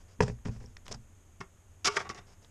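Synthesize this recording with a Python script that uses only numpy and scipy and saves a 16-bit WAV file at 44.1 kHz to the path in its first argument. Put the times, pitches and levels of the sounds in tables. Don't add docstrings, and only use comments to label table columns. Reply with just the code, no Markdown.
import sys
import numpy as np
from scipy import signal
from scipy.fft import rfft, irfft, next_fast_len
from scipy.io import wavfile
from scipy.ndimage import map_coordinates

SR = 44100
rng = np.random.default_rng(int(sys.argv[2]) if len(sys.argv) > 2 else 0)


def bounce(signal):
    frames = np.transpose(np.atleast_2d(signal))
    limited = np.clip(frames, -1, 1)
    pcm = np.round(limited * 32767).astype(np.int16)
    wavfile.write(sys.argv[1], SR, pcm)


def linear_from_db(decibels):
    return 10 ** (np.asarray(decibels, float) / 20)


N = 110250
T = np.arange(N) / SR
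THUMP_RISE_S = 0.0036


def unit(x):
    return x / np.sqrt(np.mean(x ** 2) + 1e-20)


def along(points, hz):
    f, level_db = np.transpose(points)
    return linear_from_db(np.interp(np.log(hz + 1), np.log(f + 1), level_db))


def filtered(x, response):
    m = next_fast_len(N + 8192)
    return irfft(rfft(x, m) * response(np.fft.rfftfreq(m, 1 / SR)), m)[:N]


def colored(x, points):
    return unit(filtered(x, lambda f: along(points, f)))


def wobble(rate):
    knots = rng.standard_normal(int(N * rate / SR) + 4)
    return map_coordinates(knots, [T * rate])


def grains():
    clicks_per_s, spread_db = 5000, 3.5
    hit = rng.random(N) < clicks_per_s / SR
    size = linear_from_db(spread_db * rng.standard_normal(N))
    return unit(rng.standard_normal(N) * (0.51 + hit * size))


def burst(s, hold, db, release):
    rise_s = 0.002
    fall_db = 30 * np.clip(T - s - hold, 0, 1) / release
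    return linear_from_db(db - fall_db) * np.clip((T - s) / rise_s, 0, 1)


def decay(s, db, t60):
    return linear_from_db(db - 60 * np.clip(T - s, 0, 1) / t60) * (T >= s)


def ring(s, db, modes, rise, scatter=1):
    t = np.clip(T - s, 0, 1)
    total = np.zeros(N)
    for hz, level, t60 in modes:
        mode_db = db + level + scatter * rng.normal(0, 1.5)
        phase = scatter * rng.normal(0, 0.35)
        total += linear_from_db(mode_db - 60 * t / t60) * np.sin(2 * np.pi * hz * t + phase)
    return -(1 - np.exp(-t / rise)) * total


# start_s, level_db
EDGE_BLOWS = [
    (.2048, -21),
    (.2090, -27),
]
# pitch_hz, level_db, t60_s
RIM = [(421.6, 3.5, 0.088), (472, 2.5, .05), (588, -9, 0.03), (790, -8.5, 0.034), (936, 9, 0.016),
       (1260, -10, 0.04), (1670, -9, 0.013), (1755, 4, 0.017), (1930, -10, 0.028), (2495, -5.5, 0.037),
       (2580, -15.5, 0.025)]
# pitch_hz, level_db, t60_s
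SIDEWALL = [(103.7, -3.5, 0.2), (134, -0.5, 0.21), (178, 7, 0.046), (216, -4, 0.051)]


def first_landing():
    rim = sum(ring(s, db, RIM, 0.00053, scatter=0) for s, db in EDGE_BLOWS)
    squash = ring(0.2079, -21.5, SIDEWALL, 0.0021, scatter=0)
    return rim + squash


# start_s, thump_db, air_db, slap_db
LANDINGS = [(0.192, -39, -44.5, -53), (0.22, -36, -37, -20.5), (0.235, -26, -74, -52),
            (0.281, -50, -60, -30), (0.298, -24, -49.5, -33), (0.454, -29.5, -37, -33),
            (0.461, -38, -34.5, -30.5), (.483, -29.5, -36, -34.5), (0.492, -25.5, -59, -38.5),
            (0.562, -37.5, -74, -46.5), (0.611, -42, -48.5, -46), (.64, -40.5, -51.5, -46.5),
            (0.676, -47.5, -80, -75), (0.903, -40.5, -50, -47.5), (0.948, -37.5, -52, -79),
            (0.991, -47, -61.5, -79)]
# pitch_hz, level_db, t60_s
CARCASS = [(56.5, 0.5, 0.19), (98.2, 4, 0.08), (117.8, 2, 0.18), (140.5, 3, 0.077), (159, -8, 0.017)]
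# pitch_hz, level_db, t60_s
CAVITY = [(216.8, 1, 0.26), (244, -6, 0.35)]
# pitch_hz, level_db, t60_s
TREAD = [(167, 3, 0.077), (415.5, -0.5, 0.075), (484, -2, 0.052), (793, -8, 0.054), (940, -2, 0.022),
         (1206, -16, 0.028), (1774, 2, 0.0094), (1910, -15, 0.027), (2450, -11.5, 0.029),
         (2637, -17, 0.043)]


def tire():
    out = first_landing()
    for s, thump_db, air_db, slap_db in LANDINGS:
        out += ring(s, thump_db - 7.5, CARCASS, THUMP_RISE_S)
        out += ring(s, air_db, CAVITY, THUMP_RISE_S)
        out += ring(s, slap_db - 6.0, TREAD, 0.00063)
    return out


# start_s, hold_s, level_db, release_s
CRUNCH = [(0.0, 0.013, -64.5, 0.076), (0.081, 0.055, -65, 0.05), (0.207, 0.015, -42, 0.02),
          (0.223, 0.014, -36.5, 0.011), (.279, 0.0024, -48, 0.015), (0.241, 0.054, -52, 0.078),
          (0.45, 0.0069, -49.5, 0.087), (0.467, 0.012, -57, 0.03), (0.512, 0.055, -62, 0.064),
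          (0.599, 0.035, -63, 0.2), (0.854, 0.0061, -55, 0.055), (0.878, 0.011, -54.5, 0.09),
          (0.9106, 0.017, -45, 0.019), (0.938, 0.0082, -49, 0.028), (2.267, 0.068, -62.5, .04),
          (2.417, 0.036, -64, 0.046)]
# start_s, hold_s, level_db, release_s
IMPACT_SPRAY = (.2045, .005, -32, .008)
# freq_hz, level_db (per Hz)
STONES = [(180, -7), (300, -43), (382, -8), (826, -12.5), (1030, -14), (4190, -25.5), (5080, -16),
          (9220, -29), (14000, -82.5)]


def gravel():
    load = sum(burst(*row) for row in CRUNCH + [IMPACT_SPRAY])
    return load * colored(grains(), STONES)


# start_s, knock_db, thud_db (ground)
KNOCKS = [(1.402, -65, -41), (1.412, -26.5, -60), (1.846, -30, -64), (1.857, -25, -72), (1.864, -26, -72),
          (1.872, -24, -67), (1.876, -15.5, -63), (1.968, -19, -43), (1.973, -45, -73), (1.995, -34, -75),
          (2.004, -37.5, -50), (2.055, -44, -68), (2.068, -38.5, -54), (2.093, -40, -62),
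          (2.099, -27.5, -49.5), (2.183, -58, -49.5)]


def foot_knocks():
    return sum(decay(s, db, 0.0062) for s, db, _ in KNOCKS) * rng.standard_normal(N)


# start_s, hold_s, level_db, release_s, bright_db
GRINDS = [(1.404, 0.0036, -43, 0.065, 1.5), (1.413, 0.026, -67, 0.026, -20),
          (1.8447, 0.011, -34.5, 0.0083, 11.5), (1.854, 0.014, -31.5, 0.053, 11.5),
          (1.87, 0.01, -28.5, 0.028, 6.5), (1.897, 0.078, -48, 0.064, 4.5), (1.958, 0.019, -45.5, 0.048, 6),
          (1.965, 0.0078, -32, 0.025, 1.5), (1.991, 0.023, -48.5, 0.11, 6.5),
          (2.001, 0.0019, -36, 0.015, -15), (2.047, 0.026, -49, 0.027, -12), (2.09, 0.018, -44, 0.065, 3.5),
          (2.145, 0.019, -53.5, 0.17, 2.5), (2.174, 0.017, -51, 0.015, -2)]
# pitch_hz, width_hz, level_db
BUMPED = [(150, 85, -7), (386, 28, 3), (755, 240, -8), (1090, 130, 0), (1400, 84, 0.5), (1820, 110, -5),
          (2190, 59, 0), (2680, 170, -10.5), (3400, 160, -13.5)]
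# pitch_hz, width_hz, level_db
SET_DOWN = [(170, 150, -13.5), (412.5, 17.2, 7), (720, 63, -5.5), (894, 26, 2), (1150, 50, 2.5),
            (1270, 54, 4.5), (1373, 120, 2.5), (1780, 160, -8.5), (2210, 130, -1.5), (2830, 190, -4),
            (3180, 100, -17)]
# pitch_hz, width_hz, level_db
ROCKED = [(169, 150, -15.5), (404, 50, 2.5), (662, 110, -1.5), (923, 50, 3.5), (1131, 53, 4.5),
          (1310, 150, 2), (1614, 120, 0), (1856, 140, 0), (2270, 190, -1.5), (3320, 230, -8.5)]
# pitch_hz, width_hz, level_db
SETTLING = [(169, 88, -6.5), (402, 59, 1.5), (765, 110, -0.5), (1125, 42, 6), (1430, 300, -4),
            (1920, 92, 0), (2120, 210, -5.5), (2830, 250, -9.5), (3650, 110, -7.5)]


def body(modes):
    def response(f):
        total = linear_from_db(-41) * 1j * f / (300 + 1j * f)
        for k, (hz, width, db) in enumerate(modes):
            peak = 1j * f * width / (hz * hz - f * f + 1j * f * width)
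            total = total + (-1) ** k * linear_from_db(db) * peak
        return total / (1 + 1j * f / 4100) ** 2
    return response


def stool_frame(knocks):
    rub = grains()
    shake = rub * sum(burst(*row[:4]) for row in GRINDS) + knocks
    stances = [(0, 1.6, BUMPED), (1.6, 1.94, SET_DOWN), (1.94, 2.035, ROCKED), (2.035, 2.5, SETTLING)]
    frame = np.zeros(N)
    for start_s, end_s, modes in stances:
        frame += filtered(shake * (T >= start_s) * (T < end_s), body(modes))
    return frame / np.std(filtered(rub, body(SET_DOWN)))


# freq_hz, level_db (per Hz)
GRIT = [(1000, -14.5), (3000, -2.5), (4200, -5.5), (5400, 2), (6500, -3.5), (8500, -13.5), (11000, -17.5),
        (14500, -62)]


def grit(knocks):
    spray = 0.09 * np.abs(knocks)
    for s, hold, db, release, bright_db in GRINDS:
        spray = spray + burst(s, hold, db + bright_db - 7, 0.52 * release)
    return spray * colored(grains(), GRIT)


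# start_s, hold_s, level_db, release_s
FIZZ = [
    (.2045, .004, -60, .01),
    (1.845, .017, -50, .012),
    (1.874, .004, -65, .008),
    (1.974, .004, -66, .01),
    (2.092, .01, -74, .02),
]
# freq_hz, level_db (per Hz)
DUST = [(6000, -46), (8500, 6), (12000, -24), (14500, 1)]


def dust():
    return colored(grains(), DUST) * sum(burst(*row) for row in FIZZ)


# pitch_hz, level_db, t60_s
GROUND = [(72, -6, 0.15), (124, 7, 0.058), (177, -3, 0.16)]


def ground_thuds():
    return sum(ring(s, thud_db, GROUND, THUMP_RISE_S) for s, _, thud_db in KNOCKS)


def stool():
    knocks = foot_knocks()
    return stool_frame(knocks) + grit(knocks) + dust() + ground_thuds()


# start_s, peak_db, center_hz, width (over center)
TICKS = [(0.28, -18, 1050, 0.92), (0.388, -40, 1170, 1.3), (0.457, -23.5, 1820, 1.1), (.56, -55, 1100, .6),
         (.606, -40, 1490, 0.9), (.63, -46, 603, 1.6), (0.66, -27, 5670, 0.16), (.768, -26, 2080, 1.36),
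         (.769, -27.5, 4960, 0.47), (0.782, -34, 400, 1.4), (0.8662, -31, 1850, 3.7),
         (0.8812, -26.5, 3400, 17), (0.914, -29, 6000, 0.7), (.919, -23, 6000, 1.4),
         (0.9234, -18, 5640, 0.35), (0.9256, -13.5, 5940, 0.45), (.946, -25, 5200, 0.31),
         (1.9690, -6, 2160, 0.53), (1.9715, -4.5, 1420, 0.29), (1.879, -15, 2210, .15),
         (2.183, -19.5, 2830, 0.071), (2.122, -43, 406, 0.31), (2.093, -16.5, 5930, 0.36),
         (2.147, -29.5, 6100, 0.59), (2.447, -38, 4040, 1.2)]


def ticks():
    out = np.zeros(N)
    for s, db, hz, width in TICKS:
        crack = 0.5 * rng.standard_normal(N) * decay(s, db, 0.011)
        crack[round(s * SR)] = 3 * linear_from_db(db)

        def band(f):
            peak = 1j * f * hz * width / (hz * hz - f * f + 1j * f * hz * width)
            return peak ** 2 / (1 + 1j * f / 8400) ** 3

        out += filtered(crack, band)
    return out


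# start_s, level_db
ROAD = [(0.0, -80), (0.31, -47.5), (2.5, -86)]
# freq_hz, level_db (per Hz)
DEEP = [(15, 5), (28, -3), (45, 5.5), (70, -2.5), (100, -63)]
# freq_hz, level_db (per Hz)
RUMBLE = [(12, -38), (20, -0.5), (40, -8.5), (59, -15), (70, -4.5), (91, 0), (145, -23.5), (189, -18.5),
          (400, -32.5), (520, -74), (880, -120)]
# start_s, level_db
AIR = [(0.0, -79.5), (2.28, -80), (2.5, -77.5)]
# freq_hz, level_db (per Hz)
HISS = [(100, -7.5), (300, -4.5), (1000, -10.5), (3300, -18), (4300, -25), (5800, -21.5), (6550, -7.5),
        (7200, -14.5), (14000, -20)]


def yard():
    swell_db = 1.5
    deep_db = np.interp(T, *np.transpose(ROAD)) + swell_db * wobble(5)
    rumble_db = -58 + swell_db * wobble(2.02)
    air_db = np.interp(T, *np.transpose(AIR))
    hiss_db = -65.5 + 0.56 * (air_db - air_db.mean())
    out = np.zeros(N)
    for level_db, color in [(deep_db, DEEP), (rumble_db, RUMBLE), (hiss_db, HISS)]:
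        out += linear_from_db(level_db) * colored(rng.standard_normal(N), color)
    return out


def reflections(near):
    t60_s, level_db = 0.15, -17
    tail = rng.standard_normal(SR // 2) * linear_from_db(-60 * T[:SR // 2] / t60_s)
    wet = signal.fftconvolve(np.pad(near, (300, 0)), tail / np.linalg.norm(tail))[:N]
    return linear_from_db(level_db) * filtered(wet, lambda f: 1 / (1 + 1j * f / 2500))


def scene():
    near = tire() + gravel() + stool() + ticks()
    return (near + reflections(near) + yard())[None]


def roll_off(x):
    return signal.sosfilt(signal.butter(12, 14730, fs=SR, output="sos"), x)


# freq_hz, level_db
MIC = [(7000, 0), (10000, -5.5), (13000, -6.5), (14300, -23), (14700, -56)]


def record(dry):
    mix = filtered(dry[0], lambda f: along(MIC, f))[None]
    return roll_off(mix)


dry = scene()
out = record(dry)
bounce(out)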